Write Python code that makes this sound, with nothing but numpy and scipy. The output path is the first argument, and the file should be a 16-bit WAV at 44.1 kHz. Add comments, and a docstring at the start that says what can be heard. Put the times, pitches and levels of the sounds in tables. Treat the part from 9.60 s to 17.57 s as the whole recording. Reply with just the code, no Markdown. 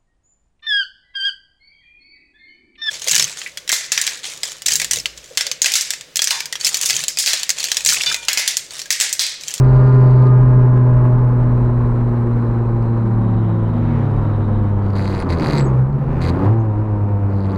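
"""Downshift inside a stripped race car

A four-cylinder race car pulls, coasts, brakes and blips down a gear, while one car pulls away and a second overtakes.
The exhaust is a harmonic series weighted by the bare cabin's modes, with a rasp of gas noise pulsed by the firings.
Filtered noise gives the roar of tyres and shell, sinking as the car slows; a loose fitting is struck at the firings.
Brake chirps are decaying sines; the other cars are harmonic sums; those of the car pulling away fade independently."""
import sys
import numpy as np
from scipy import signal
from scipy.fft import rfft, irfft
from scipy.io import wavfile
from scipy.ndimage import uniform_filter1d

SR = 44100
rng = np.random.default_rng(int(sys.argv[2]) if len(sys.argv) > 2 else 0)


def log_audio(samples):
    """Write samples as a 16-bit WAV file to the path given in sys.argv[1]."""
    # one column per channel
    frames = np.atleast_2d(samples).T
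    # limit to full scale, then quantise
    limited = np.clip(frames, -1, 1)
    pcm = np.round(limited * 32767).astype(np.int16)
    wavfile.write(sys.argv[1], SR, pcm)


N = 351536
T = np.arange(N) / SR  # time [s]

# engine speed, coasting and then through the downshift: (time [s], firing rate [1/s])
ENGINE_SPEED = [(0.0, 129.3), (1.75, 122.4), (3.39, 114.8), (4.09, 108.7), (5.25, 99.5), (5.5, 97.0),
                (5.57, 94.5), (6.03, 68.0), (6.17, 62.9), (6.74, 87.5), (6.85, 98.1), (6.94, 113.6),
                (7.01, 112.1), (7.14, 103.2), (7.25, 108.3), (7.34, 103.4), (7.97, 96.5)]
# upper harmonics of the exhaust: (multiple of the firing rate [1], relative level [dB])
EXHAUST_HARMONICS = [(3, 3), (4, -5.5), (5, -7.5), (6, -12.5), (7, -9), (8, -19), (9, -13.5), (10, -28.5),
                     (11, -22.5), (13, -18)]
# cabin's effect on the upper harmonics: (frequency [Hz], lift [dB])
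CABIN_RESPONSE = [(190, 2), (295, -4), (345, 0.7), (400, -2.5), (510, 1.5), (620, -1), (760, 0.5), (880, 6),
                  (1300, -5.5)]
# low air modes of the cabin: (frequency [Hz], width [Hz], boom level [dB])
CABIN_MODES = [(64, 10, -26), (85.7, 5.8, -18), (101.2, 12, -17), (112.1, 12, -16.5), (127, 11.5, -9),
               (137, 25, -11.5), (166, 10, -16.5), (196, 19, -20.5), (238, 42, -19.5)]
# surges of engine load: (peak time [s], rise [s], fall [s],
#   lift of rasp [dB], lift of cabin roar [dB], lift of upper harmonics [dB])
LOAD_SURGES = [(.4, 1.6, 1.0, 11, 0, 4.5), (5.97, 0.78, 0.28, 22.5, 8.6, 4),
               (6.86, 0.46, 0.12, 20.5, 9, 4.5), (7.951, 0.14, .3, 11, 3.3, 1)]
# spectrum of the exhaust rasp: (frequency [Hz], relative density [dB per Hz])
RASP_SPECTRUM = [(120, -37), (280, 1), (450, -13), (900, -14), (1300, -23), (2000, -29.5), (3000, -42),
                 (4500, -51), (7000, -62.5), (15000, -70.5)]
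# spectrum of the shell shaking: (frequency [Hz], relative density [dB per Hz])
SHELL_SPECTRUM = [(8, -16), (20, -2), (31, -1), (39, 2), (50, -1), (62, -4), (85, -11), (200, -40),
                  (800, -100)]
# spectrum of the droning floor pan: (frequency [Hz], relative density [dB per Hz])
FLOOR_SPECTRUM = [(50, -21), (90, -5.5), (130, 3), (200, -1.5), (270, -5), (370, -2), (600, -24.5),
                  (2000, -100)]
# spectrum of the roar: (frequency [Hz], relative density [dB per Hz])
ROAR_SPECTRUM = [(300, -31.5), (480, 0.5), (700, -8), (1000, -3.5), (1400, -12), (2000, -23), (2600, -30.5),
                 (3300, -39.5), (3950, -39), (4700, -44.5), (6700, -50.5), (8100, -50.5), (9500, -54),
                 (15000, -57)]
# rough patches of track that shake the shell: (time [s], half length [s], lift [dB])
ROUGH_PATCHES = [(.1, 0.17, 3.5), (1.699, .8, 3), (4.9, .45, 4.5), (6.62, 0.17, 6.5)]
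# fits of rattling: (start [s], end [s], rise [s], relative force [dB])
RATTLE_FITS = [(0, .68, 0.018, -66.5), (5.206, 5.354, .08, -63), (5.349, 5.627, 0.012, -49),
               (5.685, 5.739, 0.017, -43.5), (5.745, 6.008, .11, -42), (6.604, 6.698, 0.013, -44),
               (7.68, 7.97, .12, -62.5)]
# single knocks of the fitting: (time [s], relative blow [dB])
FITTING_KNOCKS = [(.347, -26), (.51, -27), (.627, -29), (.669, -25), (1.177, -26), (3.225, -31),
                  (6.328, -32.5)]
# spectrum of the rattling fitting: (frequency [Hz], relative density [dB per Hz])
FITTING_SPECTRUM = [(300, -38), (800, -8), (1300, -1), (2100, -.3), (3300, -11), (3950, -6), (4450, -1.5),
                    (5200, -15), (7800, -20), (9800, -25), (11700, -25.5), (12600, -34), (15000, -39)]
# the car pulling away ahead: (time [s], firing rate [1/s], relative level [dB])
LEADER_COURSE = [(0, 202, -27), (.3, 202.8, -26), (.7, 204, -28), (1.2, 205.8, -30), (2, 208, -33),
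                 (3, 212, -41), (3.6, 214, -60)]
# its harmonics: (multiple of the firing rate [1], relative level [dB])
LEADER_HARMONICS = [(1, -4), (2, 0.6), (3, -4.5), (4, -12.5), (5, -5.5), (6, -11.5), (7, -16), (8, -19),
                    (9, -22), (10, -28), (11, -31), (12, -32.5), (14, -36.5)]
# flares of the harmonic nearest a frequency: (time [s], frequency [Hz], lift [dB], half length [s])
LEADER_FLARES = [(.4, 406, 3, .3), (.3, 1420, 8, .13), (.73, 1225, 12, .15), (1.2, 1645, 9, .3),
                 (1.35, 617, 4, .25)]
# faint metallic whirrs, silent if the end precedes the start:
#   (start [s], end [s], frequency [Hz], width [Hz], level [dB])
METAL_WHIRRS = [(0.7, .9, 3000, 330, -65.5), (8.5, 8.2, 4560, 650, -64), (1.7, 3.7, 4020, 420, -68.5),
                (3.5, 5.21, 3790, 460, -63), (3.5, 5.8, 3060, 530, -64.5), (1.4, 3.7, 8100, 600, -79.5)]
# the overtaking car, its pitch dropping as it passes: (time [s], firing rate [1/s], relative level [dB])
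PASSER_COURSE = [(3.3, 197, -46), (3.45, 196, -27), (4.25, 156, -25.5), (4.42, 138, -20.5),
                 (4.68, 145, -25.5), (5.3, 130, -34.5), (5.9, 130, -30), (6.5, 129.5, -22),
                 (6.78, 124, -26.5), (7.1, 130, -55)]
# its harmonics: (multiple of the firing rate [1], relative level [dB])
PASSER_HARMONICS = [(1, 0), (2, -16), (3, -23), (4, -24), (5, -32.5), (6, -25)]
# spectrum of its rush beside the window: (frequency [Hz], relative density [dB per Hz])
RUSH_SPECTRUM = [(100, -20), (300, -5.5), (700, -7.5), (1300, -12.5), (2200, -18), (3500, -32),
                 (8000, -50.5), (14000, -81.5)]
# swells of the drivetrain hum off the throttle: (time [s], half length [s], level [dB])
SHAFT_SWELLS = [(3.695, 0.12, -25.5), (4.255, 0.21, -22), (4.921, .27, -26.5)]
# brake chirps: (time [s], frequency [Hz], peak level [dB], rise [s], decay time constant [s])
BRAKE_CHIRPS = [(5.591, 9500, -45, .008, .012), (5.977, 7714, -35.5, 0.0045, 0.02),
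                (6.001, 7720, -42, 0.011, 0.021), (6.03, 7760, -41, 0.019, .012),
                (6.047, 6578, -45, .02, .014), (6.995, 6400, -58, .008, 0.0088)]
# spectrum of the engine block's ring: (frequency [Hz], relative density [dB per Hz])
BLOCK_SPECTRUM = [(400, -34.5), (1400, 9), (2500, 4), (3300, -11.5), (5000, -22), (9000, -35.5),
                  (15000, -45.5)]

SECOND_DB = -5.5  # offset of the second harmonic's boom
UPPER_DB, UPPER_DB_PER_S = -35.5, 0.87  # the upper harmonics come forward with time
SURGE_CURVE = .85  # under 1: the load comes in early and holds
BITE_S, BITE_LENGTH_S, BITE_DB = 6.9, 0.038, 7.5  # the clutch bites in the lower gear and the boom jumps
THROB_HZ, THROB_DB, THROB_CREST_S = 9, 2.5, 7.43  # the boom also throbs steadily from then on
RASP_DB = -48  # off the throttle
DRONE_DB, ROAR_DB, ROAR_DB_PER_S = -26, -32, -0.66  # drone and roar sink as the car slows
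RUMBLE_DB, RUMBLE_DB_PER_S = -25, -1.03  # and so does the shaking of the shell
RATTLE_RELEASE_S = 0.0087  # time constant
BUZZ_DB = -85.5  # relative force between fits, off the throttle
RAP_START_S, RAP_RISE_S, RAP_DB = 6.33, .07, -57  # combustion raps once the engine picks up again
LUG_S, LUG_LENGTH_S, LUG_DB = 6.58, 0.13, 13  # hardest while it pulls up from low revs
EDGE_HZ = 15900  # upper band limit


def gain_of(db):
    """Logarithmic level: decibels become an amplitude ratio."""
    return 10 ** (np.asarray(db) / 20)


def evened(x):
    """Power normalization: the signal is scaled to rms 1."""
    return x / np.sqrt(np.mean(x ** 2) + 1e-20)


def curves(rows):
    """Linear interpolation: every column of a table becomes a course in time."""
    s, *columns = np.transpose(rows)
    return [np.interp(T, s, column) for column in columns]


def swell(s, length):
    """Gaussian envelope: a bell of height 1 around the time s."""
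    return np.exp(-((T - s) / length) ** 2)


def wander(hz, size=2048):
    """Low-passed random process: slow variation with changes up to about hz."""
    f = np.fft.rfftfreq(size, N / SR / size)
    spectrum = rfft(rng.standard_normal(size)) / (1 + (f / hz) ** 4)
    slow = evened(irfft(spectrum, size))
    return np.interp(T, np.linspace(0, T[-1], size), slow)


def colour(x, points, size=8192):
    """Minimum-phase filtering: the Hilbert transform of the log gain sets a causal phase."""
    f, db = np.transpose(points)
    hz = abs(np.fft.fftfreq(size, 1 / SR))
    level_db = np.interp(np.log(hz + 1), np.log(f + 1), db)
    log_gain = np.log(gain_of(np.maximum(level_db, -100)))
    response = np.exp(np.conj(signal.hilbert(log_gain)))
    taps = np.fft.ifft(response).real[:size // 2]
    return signal.oaconvolve(x, taps / np.linalg.norm(taps))[:N]


def hiss(points):
    """Spectral shaping: white noise is filtered to a given spectrum at rms 1."""
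    return evened(colour(rng.standard_normal(N), points))


def tone(turns):
    """Phase accumulation: a sine of rms 1 follows a count of cycles from a random phase."""
    phase = 2 * np.pi * (turns + rng.random())
    return np.sqrt(2) * np.sin(phase.astype(np.float32))


def surges():
    """Engine loading: load builds and lets go, lifting rasp, cabin roar and upper harmonics in dB."""
    lifts_db = np.zeros((3, N))
    for s, rise, fall, *db in LOAD_SURGES:
        load = np.clip(np.minimum(1 + (T - s) / rise, 1 - (T - s) / fall), 0, 1)
        lifts_db += np.outer(db, load ** SURGE_CURVE)
    return lifts_db


def boom(hz):
    """Modal resonance: a harmonic's level in dB follows from the cabin modes near its frequency."""
    power = 0
    for f, width, db in CABIN_MODES:
        power = power + (gain_of(db) / (1 + (2 * (hz - f) / width) ** 2)) ** 2
    return 10 * np.log10(power)


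def boom_lift():
    """Amplitude modulation: the boom jumps as the clutch bites, and from then on it also throbs at a steady
    rate; lift in dB."""
    throb = np.cos(2 * np.pi * THROB_HZ * (T - THROB_CREST_S))
    throb *= np.clip((T - BITE_S) / 0.24, 0, 1)
    return BITE_DB * swell(BITE_S, BITE_LENGTH_S) + THROB_DB * throb


def exhaust(turns, hz, boom_db, second_db, upper_db, shake=0.039, flutter=0.25, uneven_db=-22):
    """Harmonic series: firings excite cabin resonances; unequal cylinders add weak lines between harmonics."""
    low = gain_of(boom_db) * tone(turns) * (1 + shake * wander(24))
    low += gain_of(second_db) * tone(2 * turns) * (1 + .15 * wander(19))
    f, lift_db = np.transpose(CABIN_RESPONSE)
    upper = np.zeros(N)
    for k, db in EXHAUST_HARMONICS:
        level = gain_of(db + np.interp(k * hz, f, lift_db))
        upper += level * tone(k * turns) * (1 + flutter * wander(9))
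    between = np.zeros(N)
    for k in range(5, 38):
        if k % 4:  # quarters of the firing rate that are not whole multiples
            between += tone(k * turns / 4) * (1 + .5 * wander(6)) / np.sqrt(k / 8)
    return low + gain_of(upper_db) * evened(upper + gain_of(uneven_db) * between)


def rasp(turns, lift_db, puff=0.98, front=0.033, pulse_db=-3):
    """Pulsed turbulence: every firing sends a steep pressure front and a puff of gas down the pipe."""
    cycle = turns % 1  # puff and front are decay constants in firing periods
    pulse = np.diff(np.exp(-cycle / front), prepend=0) * (1 + 0.22 * wander(60))
    gas = (0.09 + np.exp(-cycle / puff)) * rng.standard_normal(N)
    drive = evened(gas) + gain_of(pulse_db) * evened(pulse)
    return gain_of(RASP_DB + lift_db) * evened(colour(drive, RASP_SPECTRUM))


def road(lift_db, grain_db=1.2, bumps_db=1.3):
    """Random excitation: bumps shake the shell; tyres and shell drone and roar through the bare floor,
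    louder when the engine labours."""
    patches_db = sum(db * swell(s, length) for s, length, db in ROUGH_PATCHES)
    rumble_db = RUMBLE_DB + RUMBLE_DB_PER_S * T + patches_db + bumps_db * wander(7)
    roar_lift_db = ROAR_DB_PER_S * T + lift_db
    rumble = hiss(SHELL_SPECTRUM) * gain_of(rumble_db)
    drone = hiss(FLOOR_SPECTRUM) * gain_of(DRONE_DB + roar_lift_db)
    roar = hiss(ROAR_SPECTRUM) * gain_of(ROAR_DB + roar_lift_db + grain_db * wander(36))
    return rumble + drone + roar


def shaking(lift_db):
    """Forced vibration: the fitting has a faint buzz rising with the rasp, and fits that build and stop quickly."""
    force = gain_of(BUZZ_DB + lift_db)
    for start, end, rise, db in RATTLE_FITS:
        onset = np.clip((T - start) / rise, 0, 1)
        release = np.exp(-np.maximum(T - end, 0) / RATTLE_RELEASE_S)
        force = force + gain_of(db) * onset * release
    return force


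def contacts(blows, count=12):
    """Impact response: each blow lands on one of a few spots, each with its own short ring."""
    spot = rng.integers(0, count, N)
    rings = rng.standard_normal((count, 256)) * np.exp(-T[:256] / .0005)
    out = np.zeros(N)
    for k, ring in enumerate(rings):
        out += signal.oaconvolve(blows * (spot == k), ring / np.linalg.norm(ring))[:N]
    return out


def cabin(x):
    """Exponential reverberation: bare metal and glass return a short patter of reflections."""
    t60, wet_db = .022, -9  # decay by 60 dB [s], reflections against the direct sound [dB]
    t = T[:SR // 8]
    response = rng.standard_normal(len(t)) * gain_of(-60 * t / t60)
    response *= gain_of(wet_db) / np.linalg.norm(response)
    response[0] = 1
    return signal.oaconvolve(x, response)[:N]


def rattle(turns, force, scatter_db=3.5, slop=.025, rattle_db=7.5, bounce_db=-46):
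    """Repeated impact: each firing throws the fitting against its seat; shaken hard, it bounces twice more."""
    loose = np.minimum(force / gain_of(bounce_db), 1)
    clicks = np.zeros(N)
    firings = np.arange(int(turns[-1]))
    for lag, db in [(0, 0.5), (.47, -2), (.7, -2.5)]:  # lag in firing periods, as is slop
        late, size = rng.standard_normal((len(firings), 2)).T
        at = np.searchsorted(turns, firings + lag + slop * late).clip(0, N - 1)
        spread_db = scatter_db * size.clip(-2, 1.3) * loose[at]
        clicks[at] += gain_of(db + spread_db) * (loose[at] if lag else 1)
    # the force is shared among the bounces of a few firings
    density = abs(uniform_filter1d(clicks ** 2, size=SR // 25))
    blows = clicks / np.sqrt(density + 1e-6) * force * gain_of(rattle_db)
    for s, db in FITTING_KNOCKS:
        blows[round(s * SR)] += gain_of(db)
    return colour(cabin(contacts(blows)), FITTING_SPECTRUM)


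def other_car(rows, note, flares, fading_db=1.8, waver=.001, dulling_db=0):
    """Harmonic summation: reflections may fade each harmonic on its own, and distance may dull the high ones."""
    hz, level_db = curves(rows)
    turns = np.cumsum(hz * (1 + waver * wander(20))) / SR
    out = np.zeros(N)
    for k, db in note:
        flare_db = 0
        for s, f, lift, length in flares:
            if round(f / rows[0][1]) == k:
                flare_db = flare_db + lift * swell(s, length)
        harmonic_db = level_db + db + flare_db + fading_db * wander(9.4) - dulling_db * k * T
        out += gain_of(harmonic_db) * tone(k * turns)
    return out * ((T >= rows[0][0]) & (T <= rows[-1][0]))


def whirr(turns):
    """Narrow-band resonance: engine vibration sets thin metal parts whirring."""
    out = np.zeros(N)
    for start, end, hz, width, db in METAL_WHIRRS:
        ticks = (0.74 + np.exp(-(turns % 1) / 0.37)) * rng.standard_normal(N)
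        peak = signal.iirpeak(hz, hz / width, fs=SR)
        ring = signal.lfilter(*peak, signal.lfilter(*peak, ticks))
        fade = np.clip(np.minimum(T - start, end - T) / .2, 0, 1)
        out += gain_of(db + 2 * wander(18)) * fade * evened(ring)
    return out


def whoosh(s=4.35, length=0.16, db=-37, lag=.3, wake_length=0.5, wake_db=-36.5):
    """Broadband flow noise: the overtaking car rushes beside the window, then its tyres sound as it draws ahead."""
    rush = gain_of(db) * swell(s, length) * hiss(RUSH_SPECTRUM)
    wake = gain_of(wake_db) * swell(s + lag, wake_length) * hiss(ROAR_SPECTRUM)
    return rush + wake


def drivetrain(turns):
    """Geared rotation: a shaft at a fixed ratio to the firing rate hums in swells while the car coasts."""
    ratio = 2.22
    level = sum(gain_of(db) * swell(s, length) for s, length, db in SHAFT_SWELLS)
    return level * tone(ratio * turns) * (1 + 0.14 * wander(12.0))


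def brakes():
    """Friction-excited vibration: a pad catches a mode of the disc, which swells and dies."""
    out = np.zeros(N)
    for s, hz, db, rise, decay in BRAKE_CHIRPS:
        onset = np.clip((T - s) / rise, 0, 1) ** 2
        dying = np.exp(-np.maximum(T - s - rise, 0) / decay)
        out += gain_of(db) * onset * dying * np.sin(2 * np.pi * hz * T)
    return out


def combustion(turns):
    """Impulse excitation: from the moment the engine picks up again, each firing raps the block once."""
    raps = np.diff(np.floor(turns), prepend=0) * gain_of(wander(60))
    onset = np.clip((T - RAP_START_S) / RAP_RISE_S, 0, 1)
    level = onset * gain_of(RAP_DB + LUG_DB * swell(LUG_S, LUG_LENGTH_S))
    return evened(colour(cabin(raps), BLOCK_SPECTRUM)) * level


def scene():
    """Superposition: the pressures of all sources add in the cabin."""
    firing_hz, = curves(ENGINE_SPEED)
    rasp_db, roar_db, upper_lift_db = surges()
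    turns = np.cumsum(firing_hz * (1 + .002 * wander(28))) / SR  # count of firings
    boom_db = boom(firing_hz) + boom_lift()
    second_db = boom(2 * firing_hz) + SECOND_DB
    upper_db = UPPER_DB + UPPER_DB_PER_S * T + upper_lift_db
    engine = exhaust(turns, firing_hz, boom_db, second_db, upper_db) + rasp(turns, rasp_db)
    engine += drivetrain(turns) + combustion(turns)
    metal = rattle(turns, shaking(rasp_db)) + whirr(turns) + brakes()
    leader = gain_of(-4) * other_car(LEADER_COURSE, LEADER_HARMONICS, LEADER_FLARES, dulling_db=0.28)
    passer = gain_of(1.5) * other_car(PASSER_COURSE, PASSER_HARMONICS, [], fading_db=0.0, waver=.006)
    return (engine + metal + road(roar_db) + leader + passer + whoosh())[None]


def record(dry, ceiling=.72):
    """Soft saturation and band limiting: the loudest peaks are rounded off, then the top band is cut."""
    held = dry / (1 + (dry / ceiling) ** 16) ** (1 / 16)
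    low_pass = signal.firwin(511, EDGE_HZ, window=("kaiser", 9), fs=SR)
    return signal.oaconvolve(held, low_pass[None], "same")


dry = scene()
out = record(dry)
log_audio(out)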